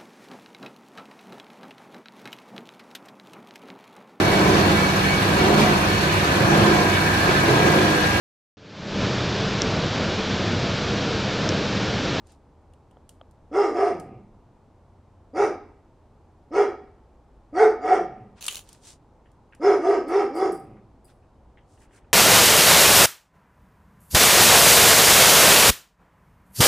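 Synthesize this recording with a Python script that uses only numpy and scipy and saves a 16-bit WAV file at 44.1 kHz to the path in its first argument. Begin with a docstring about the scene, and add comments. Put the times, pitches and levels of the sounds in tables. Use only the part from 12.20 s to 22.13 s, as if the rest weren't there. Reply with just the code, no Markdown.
"""Distant traffic rumbles around a back yard. Small shoes scuff over grit, and wood is tapped twice.
Behind a wooden fence a big dog barks a pair, two single barks and another pair; fences and house walls
throw the barks back. A hand rubs the microphone, with sharp snaps. The dog barks a run of four and
its collar tag jingles; like both pairs, the run sinks into a short growl. Last, dry leaves crackle
underfoot. Barks and growls are pulses of the vocal folds and rushing air, ringing in throat and muzzle."""
import sys
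import numpy as np
from scipy import signal
from scipy.fft import rfft, irfft, next_fast_len
from scipy.io import wavfile
from scipy.ndimage import uniform_filter1d

SR = 44100
rng = np.random.default_rng(int(sys.argv[2]) if len(sys.argv) > 2 else 0)


def materialize(psi):
    """Save the field psi as 16-bit PCM at rate SR to the path in sys.argv[1].

    A 1-D psi becomes a single channel; in a 2-D psi each row is a channel.
    """
    bounded = np.clip(np.atleast_2d(psi).T, -1, 1)
    quanta = np.round(bounded * 32767).astype(np.int16)
    wavfile.write(sys.argv[1], SR, quanta)


N = 437913
TIME = np.arange(N) / SR


def from_db(db):
    """Turn decibels into a number to multiply by."""
    return 10 ** (np.asarray(db) / 20)


def rms_one(x):
    """Scale a sound so that its average power is one."""
    return x / np.sqrt(np.mean(x ** 2) + 1e-20)


def at_hz(points, hz):
    """Read between the rows of a table, with frequency counted in octaves."""
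    known_hz, values = np.transpose(points)
    return np.interp(np.log(np.maximum(hz, 1)), np.log(known_hz), values)


def coloured(x, spectrum):
    """Turn each frequency up or down, following rows of Hz and dB."""
    size = x.shape[-1]
    padded = next_fast_len(size)
    gain = from_db(at_hz(spectrum, np.fft.rfftfreq(padded, 1 / SR)))
    return irfft(rfft(x, padded) * gain, padded)[..., :size]


def drift(rate, size):
    """Wander at random around zero, typically by one, turning about `rate` times a second."""
    steps = np.arange(size) * rate / SR
    return np.interp(steps, np.arange(8192), rng.standard_normal(8192), period=8192) * np.sqrt(3 / 2)


def grainy_noise(size, grain_db, rate):
    """Two noises whose levels flicker quickly, like many tiny touches."""
    return rng.standard_normal((2, size)) * from_db(grain_db * drift(rate, size))


def resonate(x, resonances):
    """Let a sound ring at several frequencies (resonances), added with alternating sign."""
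    out = 0
    for k, (hz, width_hz, db) in enumerate(resonances):
        r = np.exp(-np.pi * width_hz / SR)
        rung = signal.lfilter([1, 0, -1], [1, -2 * r * np.cos(2 * np.pi * hz / SR), r * r], x + 1e-18)
        out = out + (-1) ** k * from_db(db) * (1 - r * r) / 2 * rung
    return out


def shaped(x, resonances):
    """Keep the sound near each resonance and very little in between."""
    hz = np.fft.rfftfreq(len(x), 1 / SR)
    power = sum(from_db(2 * db) / (1 + 2 * ((hz - centre) / width) ** 2) ** 3
                for centre, width, db in resonances)
    return irfft(rfft(x) * np.sqrt(power), len(x))


def moving_resonance(x, centre_hz, width_hz):
    """One resonance that slides in pitch while its level is held even."""
    turn = np.exp(2j * np.pi * np.cumsum(centre_hz) / SR)
    r = np.exp(-np.pi * width_hz / SR)
    rung = signal.lfilter([1], [1, -2 * r, r * r], x / turn)
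    power = uniform_filter1d(np.abs(rung) ** 2, size=900) / 2
    return np.real(rung * turn) / np.sqrt(power + 1e-12)


# How much left and right differ. Each row: frequency in Hz, gain of the differing part in dB.
STEREO_WIDTH = [(30, -22), (80, -22), (400, -15), (1000, -17), (2500, -10), (5000, -7.5), (10000, -1.5)]

def stereo(mid, side):
    """Left and right share `mid` and differ by `side`: alike in the bass, apart in the treble."""
    return mid + coloured(side, STEREO_WIDTH) * np.array([[1], [-1]])


# The tone of far traffic. Each row: frequency in Hz, relative level in dB.
RUMBLE_COLOUR = [(12, -47.5), (20, -2.5), (96, -3), (182, -11.5), (228, -9.5), (678, -16.5), (873, -15),
                 (1710, -33.5), (2910, -40), (8410, -48.5), (16000, -66.5)]
# A far engine. Each row: time in seconds, pitch in Hz, level in dB.
ENGINE_PATH = [(0, 75.4, -59.5), (2.4, 90.6, -57.5), (4.1, 84, -60.5), (5.303, 48.8, -57.5),
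               (7.0, 59.4, -68.5), (9.9, 60.8, -60.5)]

def traffic():
    """A steady far rumble with one wavering engine note."""
    s, pitch_hz, db = np.transpose(ENGINE_PATH)
    wavering_hz = np.interp(TIME, s, pitch_hz) * (1 + .012 * drift(10, N))
    phase = 2 * np.pi * np.cumsum(wavering_hz) / SR
    engine = from_db(np.interp(TIME, s, db) + 3.7 * drift(5.7, N)) * np.sin(phase)
    rumble = stereo(*coloured(rng.standard_normal((2, N)), RUMBLE_COLOUR))
    return engine + from_db(-55.5) * rms_one(rumble)


# Shoe scuffs. Each row: middle in seconds, half length in seconds, level in dB, tilt in dB per octave.
SHOE_SCUFFS = [(0.107, 0.042, -63.5, -2), (6.187, 0.02, -56.5, -6.5), (6.518, 0.066, -60, -1),
               (6.686, 0.047, -48, 2.5), (8.901, 0.023, -63.5, -6), (9.533, 0.05, -68.5, 4),
               (9.622, 0.036, -65, 6), (9.76, 0.036, -63.5, 6)]
# The tone of grit before that tilt. 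Each row: frequency in Hz, relative level in dB.
GRIT_COLOUR = [(300, -44), (1150, -1.5), (2100, -2), (4000, 1), (6500, 0), (9000, -1), (11500, -18),
               (15500, -29)]

def scuffs():
    """Grit crunches under a sole in many tiny slips; a downward tilt makes a step duller."""
    out, t = np.zeros((2, N + SR)), np.arange(-SR // 4, SR // 4) / SR
    for s, half_s, db, tilt_db in SHOE_SCUFFS:
        colour = [(hz, level + tilt_db * np.log2(hz)) for hz, level in GRIT_COLOUR]
        grit = coloured(grainy_noise(len(t), grain_db=2, rate=550), colour)
        at = round(s * SR) + np.round(t * SR).astype(int)
        out[:, at] += from_db(db) * np.exp(-(t / half_s) ** 2) * rms_one(stereo(*grit))
    return out[:, :N]


def rattles(events, resonances, rattle_s, grain_db, size_spread=0):
    """Each event is a quickly dying flurry of touches that sets a small object ringing."""
    out, t = np.zeros((2, N + SR)), np.arange(SR // 3) / SR
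    envelope = np.exp(-t / rattle_s) * (1 - np.exp(-t / .00083))
    for s, db in events:
        size = np.exp(size_spread * rng.standard_normal())   # bigger things ring lower
        modes = [(hz / size, width_hz, level_db) for hz, width_hz, level_db in resonances]
        touches = grainy_noise(len(t), grain_db, rate=400)
        ringing = rms_one(stereo(*(shaped(x, modes) for x in touches)))
        at = round(s * SR)
        out[:, at:at + len(t)] += from_db(db) * ringing * envelope
    return out[:, :N]


# Single leaf crackles. Each row: start in seconds, level in dB.
LEAF_CRACKLES = [(7.054, -63), (7.324, -53), (8.567, -61), (9.025, -67), (9.372, -58), (9.575, -67),
                 (9.752, -58.5)]
# How a dry leaf rings. Each row: frequency in Hz, width in Hz, relative level in dB.
LEAF_RING = [(1690, 550, 4.5), (2680, 740, -1.5)]

def leaves(stir_from_s=9.6, stir_to_s=9.9, stir_db=-69.5):
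    """Dry leaves crackle underfoot, and walking on stirs up many small crackles at chance moments."""
    stirred = [(stir_from_s + (stir_to_s - stir_from_s) * when, stir_db + 10 * (strength - .5))
               for when, strength in rng.random((24, 2))]
    return rattles(list(LEAF_CRACKLES) + stirred, LEAF_RING, rattle_s=.024, grain_db=3.5, size_spread=.13)


# Jingles of the tag. Each row: start in seconds, level in dB.
TAG_JINGLES = [(7.88, -54.5), (8.150, -48.5), (8.320, -50), (8.844, -61)]
# How the tag rings. Each row: frequency in Hz, width in Hz, relative level in dB.
TAG_RING = [(4860, 200, -4), (8400, 1100, -5), (10220, 400, -0.5), (13000, 3500, -16.5)]

def collar_tag():
    """The tag on the dog's collar rattles and rings brightly."""
    return rattles(TAG_JINGLES, TAG_RING, rattle_s=.05, grain_db=2.5)


# Light taps on wood. Each row: start in seconds, level in dB.
WOOD_TAPS = [(0.770, -45), (1.013, -33)]
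# The wood's notes. Each row: frequency in Hz, relative level in dB, seconds to fade by 60 dB.
WOOD_NOTES = [(545, 0, 0.021), (720, 6, 0.0083), (1180, -2, 0.011), (3200, -3.5, 0.007)]

def wood_taps():
    """Every tap sets the wood's notes ringing, each with a strength of its own."""
    out, t = np.zeros(N), np.arange(SR // 2) / SR
    attack = 1 - np.exp(-t / .0006)
    for s, tap_db in WOOD_TAPS:
        at = round(s * SR)
        for hz, db, fade_s in WOOD_NOTES:
            strength = from_db(tap_db + db + rng.normal(0, 1.9)) * rng.choice([-1, 1])
            out[at:at + len(t)] += strength * attack * from_db(-60 * t / fade_s) * np.sin(2 * np.pi * hz * t)
    return out


# How the microphone's casing rings. Each row: frequency in Hz, width in Hz, relative level in dB.
CASING_RING = [(1111, 1940, -9), (2766, 610, -1.5), (3950, 1730, -4), (6600, 1900, -2.5), (9220, 883, -5.5),
               (10790, 950, -4.5), (13850, 3270, -12.5)]

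def hand_rub(start_s=6.207, db=-41, grip_s=.0035, hold_s=.17, release_s=.16, release_db=54):
    """Skin sticks and slips on the casing: the hand grips, slides steadily and lets go."""
    during = (TIME > start_s) & (TIME < start_s + hold_s + release_s)
    t = TIME[during] - start_s
    release = np.maximum(t - hold_s, 0) / release_s
    pressure = (1 - np.exp(-t / grip_s)) * from_db(db - release_db * release)
    slips = grainy_noise(len(t), grain_db=4.5, rate=700)
    out = np.zeros((2, N))
    out[:, during] = pressure * rms_one(stereo(*(shaped(x, CASING_RING) for x in slips)))
    return out


# Dry snaps and ticks close by. Each row: start in seconds, peak in dB, gain of the low part in dB.
DRY_SNAPS = [(0.07, -48, 0), (0.12, -47.5, 1), (.536, -52.5, 11), (.711, -56, 14), (0.892, -37.5, 2),
             (1.111, -54.5, -4), (1.7983, -37, -7), (6.242, -25, 4), (6.265, -19, -8.5),
             (6.2815, -11.5, 14.5), (6.369, -26, 8), (6.49, -34, 0), (6.529, -36.5, -10), (7.116, -57, 2.5),
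             (7.349, -44.5, 0)]
# The low and the high part of a snap. Each row: frequency in Hz, width in Hz, relative level in dB.
SNAP_LOW = [(1110, 1600, -4), (3020, 370, 15.5)]
SNAP_HIGH = [(4530, 1400, 16), (7030, 4700, 18.9), (9230, 3600, 19.8)]

def snaps(crack_s=.0028, after_db=-18.5, after_s=.036):
    """Each snap is a short crack with a faint ring after it."""
    out, t = np.zeros((2, N)), np.arange(SR // 8) / SR
    envelope = np.exp(-t / crack_s) + from_db(after_db) * np.exp(-t / after_s)
    for s, db, low_db in DRY_SNAPS:
        crack = rng.standard_normal((2, len(t))) * envelope
        snap = stereo(*(resonate(crack, SNAP_HIGH) + from_db(low_db) * resonate(crack, SNAP_LOW)))
        at = round(s * SR)
        out[:, at:at + len(t)] += from_db(db) * snap / np.abs(snap).max()
    return out


# Echoes off fence and house walls. Each row: delay in seconds, level in dB.
YARD_ECHOES = [(.0365, -10.5), (0.0712, -13.5), (.101, -20.5)]
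# How long the yard rings on. Each row: frequency in Hz, seconds to fade by 60 dB.
YARD_FADE = [(150, 0.89), (400, 0.39), (800, 0.53), (2000, 0.58), (5000, 0.49), (10000, 0.18)]

def yard(x, direct_db, scatter_db, scatter_fade_s, tail_db):
    """Direct sound, echoes, dense scatter from boards and foliage, and a tail from the houses around."""
    t = np.arange(SR) / SR
    hz, frame_s, noise = signal.stft(rng.standard_normal((2, SR)), SR, nperseg=256)
    dying = from_db(-60 * frame_s / at_hz(YARD_FADE, hz)[:, None])
    tail = signal.istft(noise * dying, SR)[1][:, :SR] * (1 - np.exp(-t / .024))
    scatter = rng.standard_normal((2, SR)) * from_db(-60 * t / scatter_fade_s) * (t > .002)
    bass_cut = signal.butter(2, 750, "high", fs=SR, output="sos")   # long waves pass small things
    scatter = signal.sosfilt(bass_cut, scatter)
    mid, side = (from_db(scatter_db) * rms_one(scatter) + from_db(tail_db) * rms_one(tail)) / np.sqrt(SR)
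    mid[0] += from_db(direct_db)
    for delay, db in YARD_ECHOES:
        mid[round(delay * SR)] += from_db(db)
    return signal.fftconvolve(x[None], stereo(mid, side), axes=1)[:, :N]


def vocal_folds(pitch_hz, jitter, jitter_rate, rattle):
    """The folds give unsteady pulses, a puff of air with each, and a clear note an octave higher."""
    size = len(pitch_hz)
    phase = 2 * np.pi * np.cumsum(pitch_hz * (1 + jitter * drift(jitter_rate, size))) / SR
    overtones = sum(np.cos(k * phase) / np.sqrt(k) for k in range(2, 15))
    flapping = 1 + rattle * np.cos(phase / 3 + drift(20, size))   # every third pulse is stronger
    pulses = np.cos(phase) + overtones * flapping
    air = rng.standard_normal(size) * (1 + np.cos(phase)) * flapping
    return pulses, air, np.cos(2 * phase)


# The tone of a growl. Each row: frequency in Hz, width in Hz, relative level in dB.
GROWL_RING = [(109.7, 94, -3.5), (196, 73, 3.5), (382, 390, -1.5), (770, 59, 1), (1222, 88, -8.5),
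              (2342, 700, -19.5)]

def growl(t, length, db, start_hz=225, rest_hz=85.1, sink_s=.135, release_s=.13, release_db=17.5):
    """The folds slacken: slow rattling pulses sink in pitch, hold their force and die away."""
    pitch_hz = rest_hz + (start_hz - rest_hz) * np.exp(-t / sink_s)
    pulses, air, _ = vocal_folds(pitch_hz, jitter=.0408, jitter_rate=140, rattle=.22)
    release = np.maximum(1 - (length - t) / release_s, 0)
    return from_db(db - release_db * release) * rms_one(shaped(pulses + 2 * air, GROWL_RING))


def whistling(air, t, count=10, low_hz=2800, high_hz=10000, swell_s=.02, db=-11):
    """Air catches on teeth and lips: brief whistles swell, glide and fade at chance moments."""
    out = rms_one(air)
    for k, (place, moment, glide) in enumerate(rng.random((count, 3))):
        since = t - t[0] - moment * (t[-1] - t[0])
        centre_hz = low_hz * (high_hz / low_hz) ** ((k + place) / count)
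        gliding_hz = centre_hz * np.exp(2 * (2 * glide - 1) * since)
        swell = from_db(db) * np.exp(-(since / swell_s) ** 2)
        out = out + swell * moving_resonance(air, gliding_hz, width_hz=260)
    return out


def jaw_ring(source, t, snarl_db, shut_hz=1245, open_hz=1530, lead_s=.018, open_s=.032):
    """A hard snarl opens the jaw, widest just before the bark's top, and that lifts one resonance."""
    widest = np.interp(snarl_db, [-30.5, -25], [0, 1])   # 0 is shut, 1 is wide open
    opening = widest * np.exp(-((t + lead_s) / open_s) ** 2)
    return moving_resonance(source, shut_hz + (open_hz - shut_hz) * opening, width_hz=140)


def varied(resonances):
    """The muzzle takes a slightly different shape in every bark."""
    return [(hz * (1 + rng.normal(0, .015)), width_hz, db + rng.normal(0, 1.5))
            for hz, width_hz, db in resonances]


# How throat and muzzle ring, low to high. 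Each row: frequency in Hz, width in Hz, relative level in dB.
THROAT_RING = [(386, 215, 0)]
RASP_RING = [(424, 91, 6), (573, 280, -0.5), (785, 320, -8.5)]
SNARL_RING = [(980, 480, 0), (1230, 170, 0.5), (1490, 320, -3), (1849, 430, -4), (2200, 270, -5),
              (2685, 310, -15.5)]
HISS_RING = [(3350, 520, -4), (4100, 700, -9), (4750, 380, 3), (5270, 340, 5), (6000, 900, -4),
             (6850, 800, -8), (8500, 900, -10), (9800, 800, -15), (12500, 3000, -35)]

def bark(t, rise, fall, pitch_hz, crest_s, throat_db, mouth_db, mouth_hz, mouth_s,
         snarl_db, hiss_db, rough):
    """Pitch and force arch to a top at t = 0: a clear voice, a ringing mouth, rasp, snarl and hiss."""
    rising = t < 0
    from_top = np.abs(np.where(rising, t / rise, t / fall))   # 0 at the top, 1 at either end
    arch = 1 - np.where(rising, .4 * from_top ** 1.2, .55 * from_top ** 1.5)   # share of the top pitch
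    voice_db = 16.5 * np.log2(arch)   # the voice gains force with its pitch
    breath_db = -np.where(rising, 46, 30) * from_top ** 3.18   # the rush of air is flat in the middle
    pulses, air, octave = vocal_folds(pitch_hz * arch, jitter=.045 * rough, jitter_rate=400, rattle=rough)
    hoarse = pulses + 5 * rough * air

    def through(source, resonances, db):
        """Shape a source by resonances and set its level around the top of the bark."""
        sound = shaped(source, resonances)
        return from_db(db) * sound / sound[from_top < 1 / 3].std()

    def crest_db(at_s):
        """The sound rings out briefly at this moment and is 9 dB lower elsewhere."""
        return 9 * (np.exp(-((t - at_s) / crest_s) ** 2) - 1)

    voice = through(pulses, THROAT_RING, throat_db - 1 + voice_db + crest_db(0))
    voice += from_db(throat_db - 18 + voice_db + breath_db) * octave
    # The mouth follows only part of the swing in force and pitch.
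    mouth_gain = from_db(mouth_db + .6 * (voice_db + breath_db) + crest_db(mouth_s))
    mouth = mouth_gain * moving_resonance(hoarse, mouth_hz * arch ** .16, width_hz=81)
    rasp = rough * through(air, RASP_RING, snarl_db + 7 + breath_db)
    jaw = from_db(snarl_db - 6.5 + breath_db) * jaw_ring(hoarse, t, snarl_db)
    snarl = through(hoarse, varied(SNARL_RING), snarl_db - 3.2 + breath_db)
    # Air hisses through the teeth a little longer than the snarl lasts.
    hiss = through(whistling(air, t), varied(HISS_RING), hiss_db + .97 * breath_db)
    return voice + mouth + rasp + jaw + snarl + hiss


def faded(x):
    """The voice sets in and dies away without a click."""
    return x * signal.get_window(("tukey", .08), len(x))


# The barks. Each row: time of the top, rise and fall in seconds, top pitch in Hz, half length of the
# crest (a brief swell) in seconds, relative throat and mouth levels in dB, mouth note in Hz, delay of
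# the mouth's crest in seconds, relative snarl and hiss levels in dB, roughness from 0 to 1.
DOG_BARKS = [ (1.382, 0.074, 0.16, 411.2, 0.011, -10, -23.5, 780, 0.0048, -28, -46, 0.55),
             (1.630, .14, 0.12, 412.2, 0.017, -12.5, -18.5, 717, -0.022, -30.5, -50.5, 0.71),
             (3.207, 0.077, 0.1, 414.2, 0.013, -11, -21, 784, -0.013, -28, -45.5, 0.63),
             (4.387, 0.082, 0.09, 424.1, 0.007, -10.5, -22, 760, 0.015, -28, -46, 0.67),
             (5.422, 0.098, 0.07, 443.3, 0.027, -9, -14.5, 755, -0.015, -23, -44.5, .42),
             (5.733, 0.15, 0.07, 378, 0.021, -18, -12, 756, -0.012, -28, -48.5, 0.88),
             (7.470, .075, .13, 411.6, 0.041, -10, -23.5, 732, 0.023, -27.5, -44, 0.53),
             (7.700, .125, 0.12, 403.3, 0.029, -9.5, -20, 696, -0.032, -31, -49, 0.6),
             (7.968, .13, .11, 400.2, 0.02, -10.5, -21, 795, 0.037, -29, -47.5, 0.45),
             (8.228, 0.13, 0.089, 396.4, 0.0049, -11, -21.5, 798.4, -0.0049, -31, -48, 0.55)]
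# The growls that end the runs. Each row: start in seconds, length in seconds, relative level in dB.
DOG_GROWLS = [(1.708, 0.35, -42.5), (5.771, 0.39, -46), (8.277, 0.38, -46.5)]

def dog():
    """All barks, and the growls that follow the runs."""
    out = np.zeros(N)
    for s, rise, fall, *voice in DOG_BARKS:
        during = (TIME > s - rise) & (TIME < s + fall)
        out[during] += faded(bark(TIME[during] - s, rise, fall, *voice))
    for s, length, db in DOG_GROWLS:
        during = (TIME > s) & (TIME < s + length)
        out[during] += faded(growl(TIME[during] - s, length, db))
    return out


def scene():
    """The dog a little to the right, the footsteps near, traffic all around."""
    barking = yard(dog(), direct_db=-3.5, scatter_db=-2, scatter_fade_s=.12, tail_db=-13)
    barking *= from_db([[-.3], [.3]])   # left, right
    return barking + collar_tag() + scuffs() + leaves() + hand_rub() + snaps() + wood_taps() + traffic()


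def record(dry, cutoff_hz=15800):
    """The highest treble is cut off steeply."""
    return signal.sosfilt(signal.ellip(10, .1, 80, cutoff_hz, fs=SR, output="sos"), dry)


dry = scene()
out = record(dry)
materialize(out)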